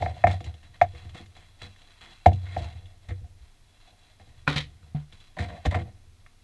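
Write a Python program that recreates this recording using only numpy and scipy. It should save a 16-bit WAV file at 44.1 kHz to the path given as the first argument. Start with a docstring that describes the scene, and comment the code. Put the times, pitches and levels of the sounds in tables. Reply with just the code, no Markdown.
"""Packets knock on a wooden desk top that booms and rings, card and shredded paper slide and rustle
between the knocks, and an empty box lands on the floor a few steps away and bounces.
A cardboard box is being tipped out; the microphone is in a small camera standing on the desk. The desk is
a set of dying sines, struck for blows and fed with noise or clicks for pushes and friction. The landing
rings box and floor and crackles card. A short room tail, the camera case and faint hiss lie over it all."""
import sys
import numpy as np
from scipy import signal
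from scipy.fft import rfft, irfft
from scipy.io import wavfile
from scipy.ndimage import uniform_filter1d

SR = 44100
rng = np.random.default_rng(int(sys.argv[2]) if len(sys.argv) > 2 else 0)


def magnitude_from_level(level_db):
    """Linear magnitude for a level in decibels (20 dB per decade)."""
    exponent = np.asarray(level_db, float) / 20
    return 10 ** exponent


def output_pcm(signal):
    """Save a mono or channel-first signal as 16-bit PCM at the path in sys.argv[1].

    Samples are clipped to [-1, 1] before scaling.
    """
    pcm = np.clip(np.atleast_2d(signal).T, -1, 1) * 32767
    wavfile.write(sys.argv[1], SR, np.round(pcm).astype(np.int16))


N = 283563  # length of the scene in samples


def evened(x):
    """Scales to rms 1."""
    return x / np.sqrt(np.mean(x ** 2) + 1e-20)


def loudest(x):
    """Scales so that the loudest 10 ms have rms 1."""
    power = uniform_filter1d(x ** 2, SR // 100)
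    return x / np.sqrt(power.max() + 1e-20)


def peaked(x):
    """Scales to a peak of 1."""
    return x / (abs(x).max() + 1e-20)


def add(mix, start_s, sound):
    """Lays a sound into the mix at start_s seconds."""
    part = mix[round(start_s * SR):][:len(sound)]
    part += sound[:len(part)]


def coloured(x, points):
    """Filters x by a spectrum of (Hz, dB) points."""
    hz, db = np.transpose(points)
    bins_hz = np.fft.rfftfreq(len(x), 1 / SR)
    gain = magnitude_from_level(np.interp(np.log(bins_hz + 1), np.log(hz), db))
    return irfft(rfft(x) * gain, len(x))


def swell(count, rise_s):
    """The smooth start of a blow; rise_s is its time constant."""
    return (1 - np.exp(-np.arange(count) / SR / rise_s)) ** 2


def ring(modes, seconds, spread_db=0.):
    """Dying sines of neighbouring modes, which start in opposite directions."""
    t = np.arange(round(seconds * SR)) / SR
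    hz, db, t60 = np.transpose(modes)[:, :, None]
    luck = rng.standard_normal((len(modes), 1))
    sign = (-1.) ** np.arange(len(modes))[:, None]
    decay = magnitude_from_level(db + spread_db * luck - 60 * t / t60)
    return (sign * decay * np.sin(2 * np.pi * hz * t)).sum(0)


def crackle(count, per_s, spread_db):
    """Clicks of random sign in bunches over count samples; a few are large."""
    draw = rng.random((3, count))
    bunches = magnitude_from_level(2. * evened(uniform_filter1d(rng.standard_normal(count), 400)))
    size_db = -spread_db * np.log(np.maximum(draw[0], .02))
    sign = np.sign(draw[1] - .5)
    happens = draw[2] < per_s / SR
    return bunches * magnitude_from_level(size_db) * sign * happens


# modes of the desk top and the camera standing on it: pitch_hz, level_db, t60_s
DESK_MODES = [(45.4, -7.5, .2), (64, 7.5, 0.23), (77, -1.5, 0.35), (93.2, 0.5, 0.46), (120.1, -3.5, 0.2),
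              (157.4, 1.5, 0.14), (203.5, -6, 0.27), (248.5, -6, 0.13), (298, -8, 0.097), (342, -5, 0.13),
              (484.9, -4.5, 0.11), (620.5, -3, 0.039), (702.2, 0.5, .05), (750.5, 1.5, 0.033),
              (830.5, -8, 0.04), (988, -13, 0.033), (1147, -2, 0.022), (1339, -4.5, 0.023),
              (1622, -1.5, 0.018), (1828, 3, 0.029), (2127, 3.5, 0.022), (2330, -7.5, 0.034),
              (2536, -5.5, 0.017), (2740, -8.5, 0.029), (3150, -7, 0.0091), (3421, 2.5, .025),
              (3393, 2.5, 0.014), (4076, -3, 0.0083), (3927, 3, 0.014)]
# registers of the desk by name: low_hz, high_hz
REGISTERS = {"deep": (0, 72), "boom": (72, 135), "thud": (135, 530), "knock": (530, 1050),
             "clack": (1050, 2600), "snap": (2600, 5000)}


def desk_ring(register, spread_db=0.):
    """The desk modes of one register after a sharp tap."""
    low_hz, high_hz = REGISTERS[register]
    modes = [mode for mode in DESK_MODES if low_hz < mode[0] < high_hz]
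    longest_s = max(t60 for *_, t60 in modes)
    return ring(modes, 1.5 * longest_s, spread_db)


# tick of hard contact: pitch_hz, level_db (per Hz)
TICK = [(1650, -41), (2800, -5.5), (4130, -13), (5180, -18.5), (7330, -18), (9700, -35.5), (10600, -26.5),
        (12000, -45.5), (15600, -74.5), (22000, -120)]
# hard knocks on the desk: start_s, snap_db, boom_db, knock_db, clack_db
KNOCKS = [(0.0243, -37.5, -27, -23, -35.5), (0.0617, -50, -33, -26, -34), (0.1656, -48, -56, -44, -70),
          (0.2403, -42.5, -20.5, -9.5, -21.5), (0.2709, -33, -22, -19.5, -24.5),
          (0.304, -46, -47.5, -43, -39), (0.3124, -40, -35, -49, -42), (0.406, -45, -35, -43.5, -48.5),
          (0.443, -39, -41.5, -54, -54), (0.5415, -47, -47, -59, -62.5), (0.6305, -52, -53.5, -67, -60),
          (0.815, -31.5, -27.5, -9.5, -20), (0.9358, -57.5, -41.5, -68, -65),
          (0.95, -50, -51.5, -56.5, -53.5), (1.0945, -45, -65, -64.5, -57.5),
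          (1.261, -49.5, -53.5, -73, -59), (1.3659, -51, -54.5, -55, -55.5),
          (1.617, -45, -56.5, -57, -46.5), (1.7628, -53, -66.5, -71.5, -58.5),
          (1.8193, -48, -62, -67, -61.5), (2.261, -24, -11.5, -6.5, -23), (2.3182, -55.5, -26.5, -35, -53),
          (2.3316, -41, -34.5, -55, -67), (2.5659, -47, -28.5, -25.5, -40.5), (2.6428, -46, -40, -49, -67),
          (2.728, -48, -56.5, -75, -68), (2.858, -49, -57.5, -66, -68), (3.0875, -46.5, -35.5, -68, -55),
          (3.109, -54, -31.5, -57.5, -49), (3.8744, -52, -62, -61, -79), (4.1982, -60, -50.5, -55.5, -61),
          (4.2694, -66, -51.5, -66, -75.5), (5.1256, -44, -51, -70.5, -58),
          (5.2031, -48, -59.5, -78.5, -72.5), (5.391, -41, -32, -38, -34.5), (5.657, -27.5, -21, -35, -63),
          (5.7454, -51.5, -24, -26, -30.5), (6.264, -56, -66, -67, -51.5)]


def knock(snap_db, boom_db, knock_db, clack_db):
    """A blow ticks and rings the desk from boom to snap; low modes take longer to build up."""
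    out = np.zeros(SR)
    count = SR // 8
    tick = coloured(rng.standard_normal(count), TICK)
    snap = tick * magnitude_from_level(-60 * np.arange(count) / SR / 0.067)  # t60 67 ms
    add(snap, 0, 1.3 * abs(snap).max() * peaked(desk_ring("snap", 4))[:count])
    add(out, 0, magnitude_from_level(snap_db) * peaked(snap * swell(count, 0.000993)))
    thud_db = boom_db - 9
    layers = (("boom", boom_db, .005), ("thud", thud_db, .003),
              ("knock", knock_db, .0012), ("clack", clack_db, .001))
    for register, level_db, rise_s in layers:
        modes = desk_ring(register, spread_db=2.5)
        struck = modes[:SR] * swell(len(modes), rise_s)[:SR]
        add(out, 0, magnitude_from_level(level_db) * loudest(struck))
    return out


# paper heard directly: pitch_hz, level_db (per Hz)
PAPER = [(530, -32), (900, -2), (2120, -5), (3000, 0), (3970, -3.5), (5270, -15.5), (7950, -16.5),
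         (12000, -33.5), (15600, -65), (22000, -120)]


def rubbed(clicks, register, airborne, spread_db=0.):
    """Friction clicks ring one register of the desk; a share is heard directly as paper."""
    wood = signal.oaconvolve(clicks, desk_ring(register, spread_db))[:len(clicks)]
    return loudest(wood) + airborne * loudest(coloured(clicks, PAPER))


# soft packets flop and skid on the desk: start_s, crinkle_db, clack_db, knock_db, contact_s
SKIDS = [(.012, -52.5, -58, -42, 0.076), (.27, -46.5, -45, -35, 0.085), (.455, -57.5, -55.5, -52.5, 0.048),
         (.63, -67.5, -62.5, -67, 0.044), (.735, -65, -58, -69, .035), (.95, -57.5, -59, -61, 0.12),
         (1.144, -53.5, -52, -47.5, 0.085), (1.35, -62.5, -62.5, -67.5, 0.12),
         (1.617, -48, -53.5, -52, 0.055), (2.008, -55.5, -55, -61, .14), (2.455, -61, -51, -64, 0.28),
         (2.575, -51.5, -57.5, -43.5, 0.11), (2.75, -64.5, -73.5, -57, 0.084),
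         (3.087, -65, -48.5, -49, 0.037), (3.235, -76, -71.5, -60, .04), (3.42, -70.5, -86, -87, 0.13),
         (3.8, -66, -76.5, -73, .07), (3.876, -66.5, -78.5, -61, 0.074), (4.196, -71, -67, -58, 0.035),
         (4.27, -78.5, -70, -67.5, 0.077), (5.12, -62, -72, -83, 0.18), (5.366, -70, -48.5, -38, 0.019),
         (5.385, -49, -39, -40, 0.075), (5.483, -65, -47.5, -43, 0.1), (5.65, -62, -35, -29.5, 0.02),
         (5.708, -53, -39.5, -34, 0.034), (5.742, -53, -34.5, -29.5, 0.037),
         (5.785, -59, -47.5, -45.5, 0.045), (5.85, -75, -67, -54, 0.059)]


def skid(crinkle_db, clack_db, knock_db, contact_s):
    """Contact starts at once, holds, and fades; meanwhile dense clicks feed the desk."""
    t = np.arange(round(.45 * SR)) / SR - .01  # contact begins 10 ms in
    onset = np.clip(t / 0.0022, 0, 1)
    release = 1 + (np.maximum(t, 0) / contact_s) ** 7.7  # the power sets how abruptly contact ends
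    grip = onset * np.exp(-.8 * t / contact_s) / release
    thud_db = (clack_db + knock_db) / 2 + 0.5
    layers = ((crinkle_db, "snap", 1.4), (clack_db, "clack", .5),
              (knock_db, "knock", .1), (thud_db, "thud", .01))
    out = np.zeros(len(t))
    for level_db, register, airborne in layers:
        clicks = grip * crackle(len(t), 1800, 4.)
        out += magnitude_from_level(level_db) * rubbed(clicks, register, airborne, 2)
    return out


# a hand or the box leans on the desk: start_s, thud_db, boom_db, deep_db
SHOVES = [(0.466, -49, -25, -47), (0.696, -68, -45.5, -59), (0.944, -54, -41, -48),
          (1.054, -52, -32.5, -56), (1.15, -43.5, -45, -61), (1.205, -45, -42.5, -59),
          (1.621, -58, -39.5, -51.5), (2.018, -60.5, -56, -58.5), (2.34, -43, -22, -41),
          (2.43, -54, -32, -54), (2.608, -43, -26, -34), (2.752, -58, -32.5, -62),
          (2.84, -63.5, -43, -58.5), (3.092, -46, -47.5, -32.5), (3.218, -56, -33.5, -40),
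          (3.413, -78.5, -62, -44), (4.291, -66.5, -49.5, -58), (4.37, -72, -44, -60),
          (5.397, -38.5, -25, -46), (5.5, -53, -44, -43.5), (5.667, -34.5, -15.5, -22.5),
          (5.81, -40.5, -23.5, -53), (6.064, -70, -45.5, -63)]


def shove(thud_db, boom_db, deep_db):
    """A slow push reaches only the low modes."""
    out = np.zeros(SR)
    layers = (("thud", loudest, thud_db), ("boom", peaked, boom_db), ("deep", loudest, deep_db))
    for register, scaled, level_db in layers:
        modes = desk_ring(register, 2.4)[:SR]
        add(out, 0, magnitude_from_level(level_db) * scaled(modes * swell(len(modes), 0.0046)))
    return out


# hands, card and paper on the move: time_s, rustle_db, scrape_db, push_db (on the desk)
HANDLING = [(0.0, -59, -38, -24), (0.29, -55.5, -62, -53), (0.59, -69, -72, -61), (1.11, -64, -68.5, -50),
            (1.41, -64, -71.5, -59.5), (2.02, -60, -68.5, -66), (2.26, -60.5, -74, -62),
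            (2.42, -59.5, -60.5, -50), (2.52, -54.5, -58, -40), (2.9, -72, -69.5, -58),
            (3.26, -74, -72, -52.5), (3.58, -74, -79, -70), (3.96, -66.5, -73, -70),
            (4.23, -71.5, -76, -70.5), (4.57, -68, -76, -43), (4.75, -74, -77.5, -51.5),
            (5.41, -68, -71.5, -66), (5.57, -58.5, -53.5, -55), (5.68, -62, -61.5, -52),
            (5.86, -74, -66.5, -37.5), (6.0, -77.5, -77.5, -56.5), (6.43, -72, -78, -68.5)]


def handling():
    """Paper crackles and rubs on the desk; uneven pushes keep the low modes alive."""
    time_s, *columns = np.transpose(HANDLING)
    t = np.arange(N) / SR
    rustle, scrape, push = (magnitude_from_level(np.interp(t, time_s, level_db)) for level_db in columns)
    rub = magnitude_from_level(-4.5) * np.sqrt(rustle * scrape)  # derived from both levels
    pushes = rng.standard_normal(N)
    boom, thud = (evened(signal.oaconvolve(pushes, desk_ring(register))[:N])
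                  for register in ("boom", "thud"))
    out = push * (boom + 0.11 * thud)
    # hands move in fits: 2.5 dB of unevenness, smoothed over 81 ms
    drift = signal.oaconvolve(rng.standard_normal(N), np.hanning(round(0.081 * SR)), "same")
    fits = magnitude_from_level(2.5 * evened(drift))
    for level, register, airborne in ((rustle, "snap", 1.3), (rub, "clack", .5), (scrape, "knock", .1)):
        friction = rubbed(crackle(N, 2700, 2.9), register, airborne)
        out += level * evened(fits * friction)
    return out


# modes heard when the box lands: the shaken floor and desk at 40 Hz, five hollow box modes,
# then its panels: pitch_hz, level_db, t60_s
LANDING_MODES = [(40, -16, 0.35), (70.9, -11, 0.59), (147.7, 7, 0.23), (242.3, -9, 0.21), (658, -19, 0.14),
                 (741, -11.5, 0.08), (255, -11, 0.14), (289, -15.5, 0.32), (1022, -5.5, 0.057),
                 (1436, 10, 0.016), (1810, -7, 0.021), (2430, 4.5, 0.022)]
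# crunch of creasing card: pitch_hz, level_db (per Hz)
CRUNCH = [(240, -33), (400, -9), (542, -7), (663, -24), (735, -10.5), (1400, -10.5), (2000, -17),
          (3200, -22), (4160, -41), (7040, -120)]
# loose flaps of the box: pitch_hz, level_db (per Hz)
FLAPS = [(880, -46), (1500, -27), (1830, -4.5), (2860, -12), (3140, -5.5), (3550, -9), (4040, -6.5),
         (5160, -20), (9740, -33.5), (10500, -36), (12000, -43), (15600, -76), (22000, -120)]
# the box lands on the floor: start_s, slap_db, hollow_db, crunch_db, rattle_db, t60_s (of crunch and rattle)
DROPS = [(4.471, -40, -55, -44, -52, 0.072), (4.478, -8.5, -23.5, -28.5, -32.5, 0.24),
         (4.527, -29, -58, -39, -39, 0.15), (4.561, -40, -25.5, -36, -27.5, 0.18),
         (4.831, -56, -54.5, -66, -84, 0.36), (4.949, -57, -24, -52.5, -59.5, 0.3)]


def drop(slap_db, hollow_db, crunch_db, rattle_db, t60):
    """Card slaps the floor: panels ring, creases and flaps crackle, box and shaken floor sound hollow."""
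    count = round(.6 * SR)
    rise = swell(count, 0.00065)
    fade = rise * magnitude_from_level(-60 * np.arange(count) / SR / t60)
    crunch = loudest(coloured(crackle(count, 4000, 3.5), CRUNCH) * fade)
    rattle = loudest(coloured(crackle(count, 4000, 3.5), FLAPS) * fade)
    slap = peaked(ring(LANDING_MODES[6:], .6, 1) * rise)
    hollow = loudest(ring(LANDING_MODES[:6], .6, 1) * rise)
    ringing = magnitude_from_level(slap_db) * slap + magnitude_from_level(hollow_db) * hollow
    return ringing + magnitude_from_level(crunch_db) * crunch + magnitude_from_level(rattle_db) * rattle


# reverberation of the room: pitch_hz, t60_s
ROOM = [(100, 0.12), (1000, 0.092), (4000, 0.12), (10000, 0.04)]


def room(x):
    """A dense tail of reflections whose decay time depends on pitch, shortest at the top."""
    hz, t, noise = signal.stft(rng.standard_normal(SR // 2), SR, nperseg=256)
    room_hz, room_s = np.transpose(ROOM)
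    t60 = np.interp(np.log(hz + 1), np.log(room_hz), room_s)
    tail = signal.istft(noise * magnitude_from_level(-60 * t / t60[:, None]), SR, nperseg=256)[1]
    tail = tail * (np.arange(len(tail)) > .004 * SR)  # no reflection in the first 4 ms
    airborne = signal.lfilter(*signal.butter(2, 300, "high", fs=SR), x)  # the boom stays in the wood
    return signal.oaconvolve(airborne, tail / np.linalg.norm(tail))[:N]


# resonances of the camera case: pitch_hz, width_hz, level_db
CASE = [(2150, 300, -17.5), (3580, 150, -8), (3750, 55, -7)]


def camera_case(x):
    """The case around the microphone resonates along with what reaches it."""
    out = x.copy()
    for hz, width_hz, level_db in CASE:
        out += magnitude_from_level(level_db) * signal.lfilter(*signal.iirpeak(hz, hz / width_hz, SR), x)
    return out


# background hiss, strongest at the very bottom: pitch_hz, level_db (per Hz)
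HISS = [(12, -31), (20, 0), (44, -18), (88, -17.5), (182, -32.5), (213, -29.5), (407, -35), (547, -40),
        (2540, -42), (3060, -43), (3600, -41), (11400, -49), (12400, -60), (16100, -89), (22000, -120)]


def hiss():
    """Steady coloured noise, at -56 dB rms before the band limit."""
    return magnitude_from_level(-56) * evened(coloured(rng.standard_normal(N), HISS))


def scene():
    """Knocks, skids, shoves, drops and handling, with the room 16 dB down behind them."""
    near = handling()
    # each sound is laid in a little ahead of its start_s
    events = ((KNOCKS, knock, .002), (SKIDS, skid, .01), (SHOVES, shove, .008), (DROPS, drop, .002))
    for table, sound, lead_s in events:
        for start_s, *settings in table:
            add(near, start_s - lead_s, sound(*settings))
    return (near + magnitude_from_level(-16) * room(near))[None]


def band_limit(x):
    """A steep low-pass at the top of the band."""
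    return signal.sosfilt(signal.butter(12, 12640, fs=SR, output="sos"), x)


def record(dry):
    """The case resonates, the loudest peaks are rounded off, hiss joins, the treble is cut off."""
    case = camera_case(dry[0])
    rounded = case / (1 + (case / .96) ** 10) ** (1 / 10)  # peaks stay below 0.96
    low_pass = signal.cheby1(12, .5, 12300, fs=SR, output="sos")
    band = signal.sosfilt(low_pass, rounded + hiss())
    return band_limit(band[None])


dry = scene()
out = record(dry)
output_pcm(out)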